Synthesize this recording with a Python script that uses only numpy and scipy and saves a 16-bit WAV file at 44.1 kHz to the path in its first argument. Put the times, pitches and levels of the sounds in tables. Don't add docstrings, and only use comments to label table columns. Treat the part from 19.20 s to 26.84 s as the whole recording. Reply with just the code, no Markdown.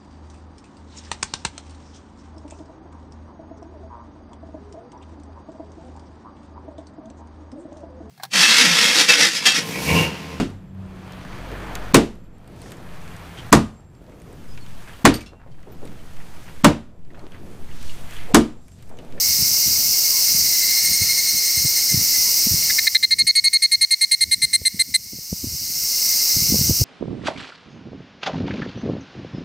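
import sys
import numpy as np
from scipy import signal
from scipy.fft import rfft, irfft, next_fast_len
from scipy.io import wavfile
from scipy.ndimage import uniform_filter1d, map_coordinates

SR = 44100
rng = np.random.default_rng(int(sys.argv[2]) if len(sys.argv) > 2 else 0)


def convert_level_to_amplitude(level_db):
    exponent = np.asarray(level_db, float) / 20
    return 10 ** exponent


def output_pcm(signal):
    pcm = np.clip(np.atleast_2d(signal).T, -1, 1) * 32767
    wavfile.write(sys.argv[1], SR, np.round(pcm).astype(np.int16))


N = 336924
TIME = np.arange(N) / SR

# start in seconds, length in seconds, second harmonic in dB.
NEAR_SYLLABLES = [(3.498, .013, -17), (3.584, 0.013, -11.5), (3.6684, 0.016, -4.5), (3.7475, 0.023, 2),
                  (3.827, 0.028, 3.5), (3.907, 0.035, 4.5), (3.9845, 0.039, 4.5), (4.0668, 0.046, 5),
                  (4.1524, 0.048, 5.5), (4.2392, 0.047, 5), (4.329, 0.044, 5), (4.42, 0.043, 5),
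                  (4.5142, 0.043, 4.5), (4.61, 0.041, 6), (4.7066, 0.04, 5.5), (4.81, .04, 5),
                  (4.912, .039, 6.5), (5.0072, .035, 6), (5.112, 0.035, 5.5), (5.2177, 0.037, 4.5),
                  (5.3298, .035, 4.5), (5.4513, 0.032, 5), (5.592, .032, 4), (5.7395, 0.027, 4.5)]
# time in seconds, pitch in Hz, fourth harmonic in dB re second,
# loss of the upper harmonics from mid-syllable on in dB.
NEAR_COURSE = [(3.5, 2036, -10, 0), (3.6, 2126, -26, -9), (3.75, 2063, -43, 22), (3.83, 2092, -18.5, 27),
               (3.98, 2142, -3.5, 38), (4.1, 2164, -2, 22), (4.6, 2129, -1.5, 17.5), (5.3, 2096, -1.5, 0.5),
               (5.75, 2071, -3, -1)]
# harmonic number, level in dB re fourth.
OVERTONES = [(5, -5), (6, -16.5), (7, -38)]
# frequency in Hz, density in dB per Hz.
RASP_SPECTRUM = [(200, -13.5), (1300, -20), (1800, -6), (3000, 2), (4700, 6), (7000, 3.5), (9500, 8),
                 (12000, -9), (16000, -31)]
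# start in seconds, fundamental peak in dB.
FAR_SYLLABLES = [(1.2444, -33), (1.3274, -28), (1.4124, -24.5), (1.4864, -26), (1.5663, -26), (1.6424, -22),
                 (1.7244, -23), (1.8043, -24), (1.8874, -23.5), (1.9714, -22.5), (2.0674, -28), (2.16, -29),
                 (2.2498, -30), (2.3585, -28.5), (2.4513, -29), (2.5616, -26), (2.6908, -25), (2.9352, -25)]
# time in seconds, pitch in Hz, second harmonic in dB, fourth in dB.
FAR_COURSE = [(1.25, 2025, -22.5, -38), (1.5, 2100, -13, -45), (1.65, 2135, -15, -21),
              (1.8, 2150, -14.5, -26.5), (2.0, 2140, -11, -25), (2.25, 2120, -18.5, -25.5),
              (2.6, 2092, -17, -24), (2.93, 2050, -32, -31)]
# start in seconds, fundamental peak in dB.
EARLY_SYLLABLES = [(0.0294, -34), (0.1194, -46), (0.2438, -33), (0.3396, -33), (0.4244, -33), (0.5294, -35),
                   (0.6379, -35), (0.7332, -30), (0.845, -32), (0.9482, -30), (1.0694, -30)]
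# start in seconds, fundamental peak in dB.
LATE_SYLLABLES = [(6.2861, -34), (6.4444, -33.5), (6.5435, -36), (6.6268, -38), (6.7221, -32.5),
                  (6.8139, -43), (6.9072, -29.5), (6.997, -31), (7.0973, -30.5), (7.1811, -34),
                  (7.2953, -33), (7.4244, -37)]
# time in seconds, level in dB.
CHORUS_SWELLS = [(0, -18), (1.2, -17), (2.1, -20), (2.7, -19), (3, -17), (3.5, -19), (5, -17), (6.2, -18),
                 (6.9, -18.5), (7.64, -19)]
# frequency in Hz, density in dB per Hz.
CHORUS_SPECTRUM = [(300, -23.5), (1000, -28), (1700, -30), (2800, -19), (3400, -28), (4100, -12),
                   (4800, -1.5), (5500, 1), (6300, -3), (7200, -10), (8600, -9), (10000, -16.5),
                   (12000, -9), (16000, -30.5)]
# time in seconds, throbs counted so far.
BUZZER_THROBS = [(0, -.29), (.8, 12.15), (2.4, 36.45), (3.6, 54.31), (6.8, 102.4), (7.64, 115.13)]
# frequency in Hz, density in dB per Hz.
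BUZZER_SPECTRUM = [(8000, -38), (10000, -34), (11500, -29), (13000, 8.5), (14500, 8.5), (15300, 8),
                   (15950, -7)]
# time in
# seconds, level in dB.
DISTANT_WAVES = [(0, -32.5), (.7, -39.5), (1.5, -27), (2.5, -30.5), (3.2, -35), (4.3, -20), (5.5, -20.5),
                 (6.2, -37), (7.2, -38), (7.64, -45)]
# centre in Hz, width in Hz, level in dB.
DISTANT_BANDS = [(2145, 150, 0.5), (2850, 25, -21), (4286, 410, 2), (8640, 420, -2.5), (1878, 134, -14.5)]
# start in seconds, length in seconds, pitch in Hz, level in dB.
HOOTS = [
    (.9, .12, 1050, -43.5),
    (3.03, .09, 1010, -46),
    (1.84, .09, 1360, -47),
]
# start in seconds, time held in seconds, buffet level in dB.
GUSTS = [(0, 0.34, -43), (.48, 0.19, -42.5), (1.2, .03, -38), (1.65, 0.26, -46), (2.4, .05, -46),
         (2.76, 0.0089, -32.5), (3.32, 0.0092, -35), (3.47, .01, -42), (3.9, 0.15, -29), (4.2, .15, -39),
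         (4.45, 0.14, -35.5), (5.06, 0.34, -29), (5.55, 0.2, -29), (5.72, 0.064, -25.5), (5.94, 0.024, -30),
         (6.149, .32, -36), (6.54, 0.055, -43.5), (7.2, .33, -34), (7.63, 0.0072, -29.5)]
# time in seconds, peak in dB, pitch in Hz, sharp edge in dB.
THUMPS = [(0.225, -19, 128, -20), (1.152, -23, 145, -23), (1.82, -16.5, 106, -32), (2.377, -24, 89.5, -26),
          (2.452, -13, 141, -40), (2.745, -13.5, 140, -38), (2.777, -16.5, 125, -34),
          (3.271, -15.5, 208, -14), (3.318, -15, 97, -28), (3.342, -15.5, 153, -32),
          (5.241, -8.5, 143, -12), (5.418, -6, 83, -4.5), (5.546, -4, 187, -30), (5.933, -12, 303, -13.5),
          (5.988, -11, 150, -9), (6.129, -1.5, 195, -6.5), (6.243, -3.5, 244, -37), (6.272, -9.5, 122, -28),
          (6.349, -16, 130, -27), (7.169, -15, 141, -30), (7.225, -16.5, 137, -28), (7.304, -17, 138, -24),
          (7.324, -12.5, 253, -25), (7.344, -12, 174, -1.5), (7.358, -13, 190, -13), (7.392, -14, 133, -10),
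          (7.413, -11.5, 159, -29), (7.497, -6, 217, -23), (7.509, -8, 106, -9), (7.617, -3.5, 106, -14.5)]
# frequency in Hz, density in dB per Hz.
RUMBLE_SPECTRUM = [(15, -45), (25, -11), (75, 8), (146, 0.5), (219, 0), (670, -28.5), (800, -57),
                   (1200, -59.5), (1560, -76), (2640, -120)]

FIRST_DB, WARM_DB, WARM_S = -4.5, 12.5, 0.2
DIP, DIP_START, DIP_S = 0.35, 0.69, 0.21
BUCKLES_HZ, SLOWS_HZ_PER_S, UNEVEN, UNEVEN_GROWS_PER_S = 312, 9.9, 0.24, 0.033
LEAD_S, LEAD_START_S = 0.0045, 0.0042
EARLY_HZ, LATE_HZ = 2150, 2092
BUZZER_DB, CLICKS_HZ = -6, 580
BREEZE_DB, RISE_DB_PER_S, FALL_DB_PER_S = -54, 192, 145
CEILING_DB, HOLDS_BACK, SENSE_S, ATTACK_S, RECOVER_DB_PER_S = -12.5, 0.91, 0.0086, 0.004, 19.5
TOP_HZ = 15860


def unit(x):
    return x / np.sqrt(np.mean(x ** 2) + 1e-20)


def curves(rows):
    s, *cols = np.transpose(rows)
    return [np.interp(TIME, s, c) for c in cols]


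def wobble(rate_hz):
    knots = rng.standard_normal(int(N * rate_hz / SR) + 4)
    return map_coordinates(knots, [TIME * rate_hz])


def filtered(x, response):
    m = next_fast_len(N + SR // 2)
    return irfft(rfft(x, m) * response(np.fft.rfftfreq(m, 1 / SR)), m)[:N]


def coloured(x, spectrum):
    f, db = np.transpose(spectrum)
    return unit(filtered(x, lambda hz: convert_level_to_amplitude(np.interp(np.log(hz + 1), np.log(f), db))))


def near_caller():
    out = np.zeros(N)
    rasp = coloured(rng.standard_normal(N), RASP_SPECTRUM)
    times, *course = np.transpose(NEAR_COURSE)
    for s, length, second_db in NEAR_SYLLABLES:
        hz, fourth_db, dull_db = [np.interp(s, times, c) for c in course]
        age = s - NEAR_SYLLABLES[0][0]
        cold = np.exp(-age / WARM_S)
        top_db = second_db + fourth_db
        levels = [(1, FIRST_DB - WARM_DB * cold), (2, second_db),
                  (3, second_db + .5 * fourth_db - 15.5), (4, top_db)]
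        levels += [(k, top_db + over_db) for k, over_db in OVERTONES]
        depth = DIP + DIP_START * np.exp(-age / DIP_S)
        rate = BUCKLES_HZ - SLOWS_HZ_PER_S * age
        uneven = UNEVEN + UNEVEN_GROWS_PER_S * age
        scrape = convert_level_to_amplitude(second_db + 0.1 * fourth_db - 28.5) * rasp[round(s * SR):]
        call = syllable(length, hz, levels, dull_db, depth, rate, uneven, scrape,
                        lead_s=LEAD_S + LEAD_START_S * cold)
        out[round(s * SR):][:len(call)] += call
    bark = convert_level_to_amplitude(-24.5) * np.roll(out, round(0.011 * SR))
    glade = filtered(np.roll(out, round(.087 * SR)), lambda hz: 1 / (1 + (6500 / (hz + 1)) ** 6))
    return out + bark + convert_level_to_amplitude(-26) * glade + convert_level_to_amplitude(-39) * forest(out, t60=0.45, dull_hz=9000)


def syllable(length, hz, levels, dull_db, depth, rate, uneven, rasp, lead_s=LEAD_S):
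    t = np.arange(int((length + .02) * SR)) / SR
    drift = [np.interp(t, np.linspace(0, .07, num=28), c) for c in rng.standard_normal((3, 28))]
    turn = 2 * np.pi * (hz * t + 0.028 * drift[0])
    beat = 2 * np.pi * rate * t + .15 * drift[1]
    pair = 1 + uneven * np.cos(beat / 2)
    gap = pair * np.exp(1.07 * (np.cos(beat - .2) - 1))
    depth = depth * (1 + 2.7 * np.exp(-t / 0.0085))
    dull_db = dull_db / (1 + np.exp((.023 - t) / 0.0024))
    past = np.maximum(t - length + 0.00218, 0)

    kick = np.exp(2.38 * np.cos(beat - 1.5))
    scrape = kick * convert_level_to_amplitude(-.3 * dull_db - 60 * past / 0.0078)
    onset = 2.0 * np.exp(-t / 0.0014)
    out = rasp[:len(t)] * (scrape + onset) * (1 - np.exp(-t / 0.00044))

    for k, db in levels:
        grade = depth * min(k, 3.4)
        rise = (1 - np.exp(-t / 0.0013)) ** (0.07 + .5 * min(k, 2))
        rise = rise * (1 - (0.18 + 0.39 * (k > 1)) / (1 + np.exp((t - lead_s) / 0.0004)))
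        waver = .03 * k * drift[2]
        bend = -.13 * grade * pair * np.sin(beat + 0.031)
        fall_db = dull_db * (k > 3) - 3.1 * (1 - convert_level_to_amplitude(-dull_db)) * (k == 2)
        fall_db = fall_db + 60 * past / (0.0095 / k ** 0.05)
        envelope = convert_level_to_amplitude(db + 7.0 - fall_db) * rise * np.exp(waver - grade * gap)
        out = out - envelope * np.cos(k * turn - bend + 0.74 * k * k)
    return out


def far_callers():
    out = np.zeros(N + SR)
    no_rasp = np.zeros(SR)
    times, *course = np.transpose(FAR_COURSE)
    for s, db in FAR_SYLLABLES:
        hz, second_db, fourth_db = [np.interp(s, times, c) for c in course]
        levels = [(1, db - 8.5), (2, second_db - 14), (3, fourth_db - 1.5),
                  (4, fourth_db + 0.5), (5, fourth_db - 7)]
        call = syllable(.036, hz, levels, 5.6, 0.32, 306, 0.42, no_rasp)
        out[round(s * SR):][:len(call)] += call
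    for rows, hz in [(EARLY_SYLLABLES, EARLY_HZ), (LATE_SYLLABLES, LATE_HZ)]:
        for s, db in rows:
            levels = [(1, db - 10.5), (2, db - 7.0)]
            call = syllable(0.0373, hz, levels, 0, 0.24, 310, 0.4, no_rasp)
            out[round(s * SR):][:len(call)] += call
    return out[:N] + convert_level_to_amplitude(-5) * forest(out[:N], t60=1.0, dull_hz=5500)


def forest(x, t60, dull_hz):
    t = np.arange(SR // 2) / SR
    tail = rng.standard_normal(len(t)) * convert_level_to_amplitude(-60 * t / t60) * (t > .004)
    wet = signal.fftconvolve(x, tail / np.linalg.norm(tail))[:N]
    return filtered(wet, lambda hz: 1 / (1 + (hz / dull_hz) ** 4))


def wide_chorus(swell_db):
    hiss = coloured(patchy(depth_db=0.5), CHORUS_SPECTRUM)
    return convert_level_to_amplitude(swell_db + 0.13 * wobble(5.74)) * hiss


def patchy(depth_db):
    z = signal.stft(rng.standard_normal(N), nperseg=512)[2]
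    field = uniform_filter1d(rng.standard_normal(z.shape), size=6, axis=0)
    field = uniform_filter1d(field, size=8, axis=1)
    return signal.istft(z * convert_level_to_amplitude(depth_db * unit(field)), nperseg=512)[1][:N]


def buzzer(swell_db):
    clicks = 2 * np.pi * CLICKS_HZ * TIME + .5 * wobble(1.7)
    gate = np.exp(0.99 * np.cos(clicks) + 0.17 * np.cos(clicks / 2))
    throb = np.exp(0.31 * np.cos(2 * np.pi * curves(BUZZER_THROBS)[0]))
    buzz = coloured((.5 + unit(gate * throb)) * rng.standard_normal(N), BUZZER_SPECTRUM)
    return convert_level_to_amplitude(swell_db + BUZZER_DB) * buzz


def distant_callers():
    def bands(hz):
        return sum(convert_level_to_amplitude(db) / (1 + ((hz - centre) / width * 2) ** 2) for centre, width, db in DISTANT_BANDS)

    murmur = unit(filtered(convert_level_to_amplitude(1.24 * wobble(14)) * rng.standard_normal(N), bands))
    return convert_level_to_amplitude(curves(DISTANT_WAVES)[0]) * murmur


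def chorus():
    swell_db = curves(CHORUS_SWELLS)[0]
    return wide_chorus(swell_db) + buzzer(swell_db) + distant_callers()


def bird():
    out = np.zeros(N)
    for s, length, hz, db in HOOTS:
        swell = np.sin(np.pi * np.clip((TIME - s) / length, 0, 1))
        out += convert_level_to_amplitude(db) * swell * np.sin(2 * np.pi * hz * TIME)
    return out


def wind():
    rumble = coloured(rng.standard_normal(N + SR), RUMBLE_SPECTRUM)
    return filtered(buffeting(rumble) + thumps(rumble), lambda hz: hz ** 2 / (hz ** 2 + 35 ** 2))


def buffeting(rumble):
    gusts_db = []
    for s, held, db in GUSTS:
        off_db = np.maximum(RISE_DB_PER_S * (s - TIME), FALL_DB_PER_S * (TIME - s - held))
        gusts_db.append(db - off_db.clip(0))
    level = convert_level_to_amplitude(np.max(gusts_db, axis=0).clip(BREEZE_DB) + 3.5)
    return level * unit(convert_level_to_amplitude(4.7 * wobble(30)) * rumble)


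def thumps(rumble):
    out = np.zeros(N + SR)
    t = np.arange(-SR // 40, SR // 20) / SR
    for s, db, hz, edge_db in THUMPS:
        start = round(s * SR) - SR // 40
        swell = np.exp(-np.abs(t) * hz * np.where(t < 0, 2.5, 1.2))
        push = swell * np.sin(2 * np.pi * hz * t * (1 - 6 * t) + 0.5)
        edge = np.exp(-np.abs(t) / 0.0011) * np.sin(2 * np.pi * 450 * t)
        flutter = 0.25 * np.exp(-np.abs(t) / 0.0055) * np.resize(rumble[start:], len(t))
        out[start:][:len(t)] += convert_level_to_amplitude(db) * (push + flutter + convert_level_to_amplitude(edge_db) * edge)
    return out[:N]


def scene():
    mix = near_caller() + far_callers() + chorus() + bird() + wind()
    return np.tile(mix, (2, 1))


def gain_control(x):
    size, lag = round(SENSE_S * SR), round(ATTACK_S * SR)
    fourth_power = uniform_filter1d(x ** 4, size=size, origin=(size - 1) // 2)
    sensed_db = 5 * np.log10(np.abs(fourth_power) + 1e-20)
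    climb_db = RECOVER_DB_PER_S * TIME
    target_db = HOLDS_BACK * (CEILING_DB - sensed_db)
    gain_db = np.minimum(0, climb_db + np.minimum.accumulate(target_db - climb_db))
    return x * convert_level_to_amplitude(uniform_filter1d(gain_db, size=lag, origin=(lag - 1) // 2))


def low_pass(x):
    return signal.sosfilt(signal.butter(12, 16610, fs=SR, output="sos"), x)


def record(dry):
    levelled = np.clip(gain_control(dry[0]), -1, 1)
    heard = filtered(levelled, lambda hz: hz < TOP_HZ)
    return low_pass(np.tile(heard, (2, 1)))


dry = scene()
out = record(dry)
output_pcm(out)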